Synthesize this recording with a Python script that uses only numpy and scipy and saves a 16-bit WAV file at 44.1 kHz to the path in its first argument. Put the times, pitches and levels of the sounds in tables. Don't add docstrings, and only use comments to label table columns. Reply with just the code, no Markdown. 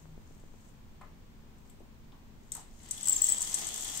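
import sys
import numpy as np
from scipy import signal
from scipy.fft import rfft, irfft
from scipy.io import wavfile

SR = 44100
rng = np.random.default_rng(int(sys.argv[2]) if len(sys.argv) > 2 else 0)


def wav_out(sig):
    wavfile.write(sys.argv[1], SR, np.round(np.clip(np.atleast_2d(sig).T, -1, 1) * 32767).astype(np.int16))


N = 176400


def amp(db):
    return 10 ** (np.asarray(db) / 20)


def rms_one(x):
    return x / np.sqrt(np.mean(x ** 2) + 1e-20)


def in_time(rows):
    s, *columns = np.transpose(rows)
    return [np.interp(np.arange(N) / SR, s, column) for column in columns]


def at_hz(points, hz):
    point_hz, values = np.array(points).T
    return np.interp(np.log(hz + 1), np.log(point_hz), values)


def drift(rate):
    step = 40
    r = np.exp(-2 * np.pi * step * rate / SR)
    noise = rng.standard_normal(N // step + 2002)
    slow = signal.lfilter([1], [1, -2 * r, r * r], noise)[2000:]
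    return np.interp(np.arange(N) / step, np.arange(len(slow)), rms_one(slow))


def colour(x, spectrum, level=True):
    size = 8192
    gain = amp(at_hz(spectrum, np.arange(size // 2 + 1) * SR / size))
    cepstrum = irfft(np.log(gain))
    cepstrum[1:size // 2] *= 2
    cepstrum[size // 2 + 1:] = 0
    h = irfft(np.exp(rfft(cepstrum)))
    if level:
        h = h / np.linalg.norm(h)
    h = np.broadcast_to(h, x.shape[:-1] + (size,))
    return signal.fftconvolve(x, h, axes=-1)[..., :N]


def resonate(x, hz, width_hz):
    r = np.exp(-np.pi * width_hz / SR)
    b = [(1 - r * r) / 2, 0, (r * r - 1) / 2]
    a = [1, -2 * r * np.cos(2 * np.pi * hz / SR), r * r]
    return signal.lfilter(b, a, x)


def add(out, piece, s):
    i = int(s * SR)
    out[..., i:i + piece.shape[-1]] += piece[..., :N - i]


def burst(decay_ms):
    snap, snap_ms = 0.79, 0.26
    ms = 1000 * np.arange(4400) / SR
    noise = rng.uniform(-1, 1, (2, len(ms)))
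    return noise * (np.exp(-ms / max(decay_ms, .3)) + snap * np.exp(-ms / snap_ms))


def grains(per_s, spread_db):
    sizes = amp(spread_db * np.minimum(rng.exponential(1, (2, N)), 4))
    signs = rng.choice([-1, 1], (2, N))
    hits = rng.random((2, N)) < per_s / SR
    return rms_one(sizes * signs * hits) * amp(1.32 * drift(30))


def squeaks():
    # t/s of peak, level/dB on the left, f/Hz at the peak, width/ms, octave re fundamental/dB
    slips = [(3.0315, -22.5, 7980.0, 4.4, -28), (3.0596, -22.5, 7780.0, 6, -27.6),
             (3.0731, -17, 7800.0, 3.4, -36.7), (3.08, -25, 7880.0, 1, -32.4),
             (3.0857, -15, 8100.0, 2.3, -30.1), (3.089, -23, 8240.0, 0.95, -29.8),
             (3.0965, -9, 7750.0, 4, -15.5), (3.1085, -26, 7840.0, 3.6, -23.4),
             (3.1177, -32, 7710.0, 1.8, -30.0), (3.1253, -12.5, 7660.0, 4.4, -18.2),
             (3.1308, -12.5, 7460.0, 1.66, -23), (3.1635, -16, 7410.0, 2.3, -16),
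             (3.166, -12.5, 7240.0, 0.6, -18), (3.1685, -20.5, 7420.0, 1.8, -34.6),
             (3.2198, -10, 7750.0, 3.8, -17), (3.2232, -14.5, 7780.0, 1.3, -20.0),
             (3.2275, -21, 7680.0, 1.66, -21.1), (3.2428, -10.5, 7670.0, 3.6, -12),
             (3.2509, -14, 7560.0, 0.61, -19.6), (3.2533, -32, 7610.0, 1.4, -14),
             (3.2685, -27, 7800.0, 1.7, -22.3), (3.2772, -33, 7810.0, 1.4, -21.8),
             (3.2802, -35, 8000.0, 0.91, -23), (3.2882, -17, 7920.0, 2.3, -19),
             (3.2926, -15, 7940.0, 6.2, -10), (3.3013, -14.8, 7920.0, 1.4, -20),
             (3.3154, -24.5, 7890.0, 1.58, -28.8), (3.3226, -11, 7790.0, 2.8, -14),
             (3.325, -20, 7840.0, 1, -25.1), (3.3289, -17, 7820.0, 1.7, -23.9),
             (3.3397, -28.5, 7840.0, 3.7, -30.0), (3.3468, -24, 7740.0, 1.53, -28.2),
             (3.3824, -23, 7900.0, 4.9, -24.0), (3.3846, -21, 7800.0, 0.34, -26.7),
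             (3.4077, -18.5, 8030.0, 1.6, -26)]
    sag = 0.0153
    skew = 1.3
    rough, octave_rough = .2, .6
    right_db, left_lag = -13, 12
    parts, t = np.zeros((3, N)), np.arange(-400, 600) / SR
    for s, db, hz, ms, octave_db in slips:
        u = 1000 * t / ms
        skewed = u / np.where(u > 0, skew, 1 / skew)
        swell = amp(db) * 2.0 ** (-4 * skewed ** 2)
        pitch = hz * (1 - sag * np.tanh(u))
        add(parts, np.array([swell, swell * amp(octave_db), swell * pitch]), s + t[0])
    level, octave, weighted_hz = parts
    phase = 2 * np.pi * np.cumsum(weighted_hz / (level + 1e-30)) / SR
    fundamental = level * np.sin(phase)
    overtone = octave * (1 + octave_rough * drift(500)) * np.sin(2 * phase)
    out = (fundamental + overtone) * (1 + rough * drift(400))
    return np.array([np.roll(out, left_lag), amp(right_db) * out])


def clicks():
    # t/s, level/dB (left peak before the top end changes), decay/ms, top end/dB,
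    # right re left/dB
    strikes = [(0.3994, -53.5, 6.5, -4, -12), (0.6044, -57, 4.5, 5, -11), (0.6894, -56, 4.1, -2, -9.0),
               (1.013, -52, 4.9, 9, -9.0), (1.5833, -53, 4.5, 7, -9.0), (1.6984, -49.5, 7.6, 12, -5),
               (1.7973, -58, 4.5, -4, -11), (2.5197, -20, 4.1, 1, -5.5), (2.5501, -25, 3.3, 6.5, -6),
               (2.5675, -32, 3.2, 7, -6), (2.8326, -42.5, 5.9, 0.1, -7), (2.8875, -38.5, 4.5, 0.1, -5),
               (2.9098, -18, 6.1, -7, -8), (2.9757, -30.5, 5.8, 6, -9.0), (3.0118, -32, 4.1, -2, -7),
               (3.055, -28, 4, -3, -4), (3.0719, -19.5, 7.6, 4, -3), (3.0832, -10.5, 4.5, 4, -9.0),
               (3.267, -19, 6.9, 6.5, -5), (3.4188, -13, 7, -2, -7), (3.4267, -19.5, 3.2, -3, -15),
               (3.447, -26, 4.5, 0.1, -9.0), (3.4794, -27, 4.5, 0.1, -12), (3.496, -27, 3.8, 0.1, -5),
               (3.5124, -29, 4.5, -4, -10), (3.5423, -11, 9, -6, -12), (3.5494, -22, 4.5, -2, -9.0),
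               (3.6044, -34, 4.5, 0.1, -9.0), (3.6688, -21, 8.6, -7, -6), (3.682, -27, 3.7, 3, -9.0),
               (3.7199, -38, 4.5, 0.1, -11), (3.7442, -31, 4.5, 0.1, -9.0), (3.7588, -25, 4.9, 0.1, -5),
               (3.7774, -24, 4.5, 4, -7), (3.7964, -29, 4.5, 0.1, -1), (3.8084, -24.5, 4.5, 7, -3),
               (3.846, -25, 5.1, 6, 0), (3.8814, -29, 4.5, 0.1, -6), (3.9005, -34, 4.5, 0.1, -9.0),
               (3.92, -35, 4.1, 0.1, -1), (3.9415, -28, 5.1, 2, -11), (3.9594, -30, 4.5, 0.1, -9.0),
               (3.9737, -21.5, 5.4, 6, -6)]
    # f/Hz, level/dB per Hz
    strike_colour = [(880, -59), (1500, -28.5), (5400, -13), (6140, -2), (6710, -5), (7700, 9), (9100, -3),
                     (9940, -17.5), (13400, -12), (15800, -26)]
    top = signal.butter(2, 10000, "high", fs=SR, output="sos")
    out = np.zeros((2, N))
    for s, db, ms, top_db, right_db in strikes:
        piece = colour(burst(ms), strike_colour)
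        piece = piece / np.abs(piece).max(axis=1, keepdims=True)
        treble = (amp(top_db) - 1) * signal.sosfilt(top, piece)
        add(out, amp([[db], [db + right_db]]) * (piece + treble), s)
    return out


def bead_bursts():
    per_s, spread_db, decay_ms = 300, 3.0, 1.3
    bed = .45
    sizes = amp(spread_db * np.minimum(rng.exponential(1, N), 2))
    hits = rng.random(N) < per_s / SR
    r = np.exp(-1000 / (decay_ms * SR))
    strikes = rms_one(signal.lfilter([1], [1, -r], sizes * hits))
    return rng.standard_normal((2, N)) * np.sqrt(bed + (1 - bed) * strikes ** 2)


def running_chain():
    # t/s, rattle level/dB, tube rumble level/dB
    pull = [(2.2, -100, -110), (2.4, -76, -90), (2.51, -69, -78), (2.53, -47, -62), (2.58, -52, -59.5),
            (2.66, -74, -73.5), (2.74, -64.5, -76), (2.85, -55, -61), (2.9, -56, -57.5), (2.94, -50.5, -57),
            (3.0, -45, -54), (3.06, -41, -53.5), (3.1, -38.5, -51.5), (3.2, -39, -51.5), (3.28, -34, -49.5),
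            (3.36, -42, -53), (3.45, -37.5, -49.5), (3.53, -37.5, -50.5), (3.6, -37, -47.5),
            (3.7, -41, -49.5), (3.85, -37.5, -51.5), (4, -37, -49)]
    # t/s, level/dB
    rustle = [(0, -68), (.15, -80), (.3, -68.5), (.5, -74), (.68, -67), (.8, -101), (1.5, -100),
              (1.68, -70), (1.8, -95), (2.4, -108)]
    # f/Hz, level/dB per Hz
    rattle_colour = [(2470, -37), (4200, -17), (5100, -11), (6580, 0.5), (8080, -2.5), (9700, -14),
                     (10000, -18.5), (12400, -13.5), (15000, -20), (15800, -24)]
    # f/Hz, level/dB per Hz
    tube_colour = [(180, -40.5), (300, -1), (398, -11.5), (432, -5.5), (486, -11.5), (826, -4), (1290, -11),
                   (1630, -14), (1770, -7.5), (2470, -12), (3270, -5), (3810, -9), (5000, -10), (6500, -20),
                   (11000, -120)]
    rattle_right_db, tube_right_db = -4.5, 0.5
    alike = 0.3
    rattle_db, tube_db = in_time(pull)
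    rustle_db, = in_time(rustle)
    rattle = colour(bead_bursts(), rattle_colour) * (amp(rattle_db) + amp(rustle_db))
    shake = grains(900, 3.6)
    shake[1] = alike * shake[0] + (1 - alike) * shake[1]
    tube = colour(shake, tube_colour) * amp(tube_db)
    return rattle * amp([[0], [rattle_right_db]]) + tube * amp([[0], [tube_right_db]])


def housing_ring():
    # t/s, level/dB
    ring = [(2.8, -110), (2.87, -83), (2.95, -57.5), (3.1, -54.5), (3.3, -54), (3.5, -56.5), (3.7, -54),
            (3.85, -49.5), (3.93, -50.5), (4, -59)]
    mode_hz, width_hz, ticks_per_s, spread_db = 3320, 240, 350, 5.8
    db, = in_time(ring)
    return rms_one(resonate(grains(ticks_per_s, spread_db), mode_hz, width_hz)) * amp(db)


def knocks():
    # t/s, level/dB (peak midway between sides), f/Hz, width of one pass/Hz,
    # decay of the burst/ms, left re right/dB
    soft_knocks = [(1.012, -42.5, 870, 495, 8.8, 1), (1.03, -58, 610, 120, 22, 3),
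                   (1.025, -58.5, 1080, 250, 25, 7), (1.016, -52.5, 2030, 600, 12, 2),
                   (1.015, -58, 3400, 1800, 4.5, 3), (1.05, -63, 1500, 1800, 12, 3),
                   (1.068, -63, 1500, 1800, 5.7, 6), (1.697, -57, 2800, 3000, 6, 5),
                   (1.802, -50, 317, 150, 6.5, 1.5), (1.803, -55.5, 614, 300, 8, 8),
                   (2.12, -56.5, 3220, 1500, 7.2, 4), (2.125, -56.5, 890, 400, 14, 7),
                   (2.518, -47.5, 3500, 1200, 5.5, -1), (2.551, -46.5, 850, 700, 14, 3),
                   (2.577, -46.5, 855, 300, 10, 3), (3.075, -47.5, 1000, 900, 6, 11)]
    out = np.zeros((2, N))
    for s, db, hz, width_hz, ms, pan_db in soft_knocks:
        piece = resonate(resonate(burst(ms)[0], hz, width_hz), hz, width_hz)
        sides_db = db + np.array([[pan_db / 2], [-pan_db / 2]])
        add(out, piece / np.abs(piece).max() * amp(sides_db), s)
    return out


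def reverb(x):
    t60_s, tail_db, gap_s = 0.33, -6.5, 0.0011
    t = np.arange(SR // 2) / SR
    tail = rng.standard_normal((2, len(t))) * amp(-60 * t / t60_s) * (t > gap_s)
    tail /= np.linalg.norm(tail, axis=1, keepdims=True)
    return amp(tail_db) * signal.fftconvolve(np.broadcast_to(x[0], x.shape), tail, axes=1)[:, :N]


def bumps():
    # t/s, level/dB (peak midway between sides), corner f/Hz, left re right/dB
    pushes = [(.056, -47.5, 815, 18), (0.106, -55, 300, 3), (0.178, -41.5, 340, 15), (.31, -47, 350, 15),
              (0.369, -54, 350, 18), (.438, -45, 346, 15), (0.541, -49.5, 450, 19), (.625, -54, 1200, 6),
              (0.947, -53, 500, 6)]
    out, t = np.zeros((2, N)), np.arange(1000) / SR
    for s, db, cut_hz, pan_db in pushes:
        u = 2 * np.pi * cut_hz * t
        piece = u ** 2 * (1 - u / 4) * np.exp(-u)
        sides_db = db + np.array([[pan_db / 2], [-pan_db / 2]])
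        add(out, piece / piece.max() * amp(sides_db), s)
    return out


def hums():
    # f/Hz, width/Hz, level/dB rms before the lean to the left
    hum_modes = [(161, 5.4, -67), (217.2, 9.9, -64), (253.7, 6.9, -70)]
    # t/s, level/dB rms before the lean to the left
    drone = [(0, -72), (.03, -56), (.1, -55), (.15, -54), (.18, -73), (.3, -110)]
    drone_hz = 156.5
    out = np.zeros(N)
    for hz, width_hz, db in hum_modes:
        out += amp(db) * rms_one(resonate(rng.standard_normal(N), hz, width_hz))
    drone_db, = in_time(drone)
    tone = np.sin(2 * np.pi * drone_hz * np.arange(N) / SR + rng.random())
    out = out + np.sqrt(2) * amp(drone_db) * tone
    return out * amp([[1.2], [-1.2]])


def room_tone():
    # f/Hz, level/dB per Hz
    room = [(8, -11), (14, 8.5), (40, 0), (120, -5.5), (190, -11.5), (280, -15), (370, -15.5), (550, -21),
            (700, -23), (970, -21), (1250, -26), (3000, -30.5), (5500, -35.5), (6500, -35), (8500, -38),
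            (10000, -47), (12500, -40.5), (15800, -37)]
    # f/Hz, correlation
    likeness = [(60, 0.59), (180, 0.63), (550, 0.22), (1650, -0.11), (4970, -0.03), (15000, 0.03)]
    # f/Hz, left re right/dB
    lean = [(60, 1), (180, 2.0), (550, 0), (1650, 1.5), (4970, 0), (15000, 2)]
    room_db = -52.5
    hz = np.arange(N // 2 + 1) * SR / N
    mid, side = rfft(rng.standard_normal((2, N)))
    alike = np.clip(at_hz(likeness, hz), -1, 1)
    lean_db = at_hz(lean, hz) / 2 * [[1], [-1]]
    both = np.sqrt(1 + alike) * mid + np.sqrt(1 - alike) * side * [[1], [-1]]
    shaped = both * amp(at_hz(room, hz) + lean_db) * (hz > 5)
    return amp(room_db) * rms_one(irfft(shaped, N))


def scene():
    # f/Hz, level/dB
    walls = [(300, 1), (2000, 8.3), (7000, -2.5), (11000, 0.5), (15500, -13)]
    # f/Hz, level/dB
    far_side = [(300, 1), (2000, -2.3), (4500, 2.6), (6500, -3.5), (8000, -1.5), (9500, 2.2), (12000, -2),
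                (15500, 1)]
    blind = squeaks() + clicks() + running_chain() + housing_ring() + knocks()
    left, right = blind + colour(reverb(blind), walls, level=False)
    heard = np.array([left, colour(right, far_side, level=False)])
    return heard + bumps() + hums() + room_tone()


def record(dry):
    cutoff_hz = 15750
    low_pass = signal.ellip(10, .2, 35, cutoff_hz, fs=SR, output="sos")
    return signal.sosfiltfilt(low_pass, dry)


dry = scene()
out = record(dry)
wav_out(out)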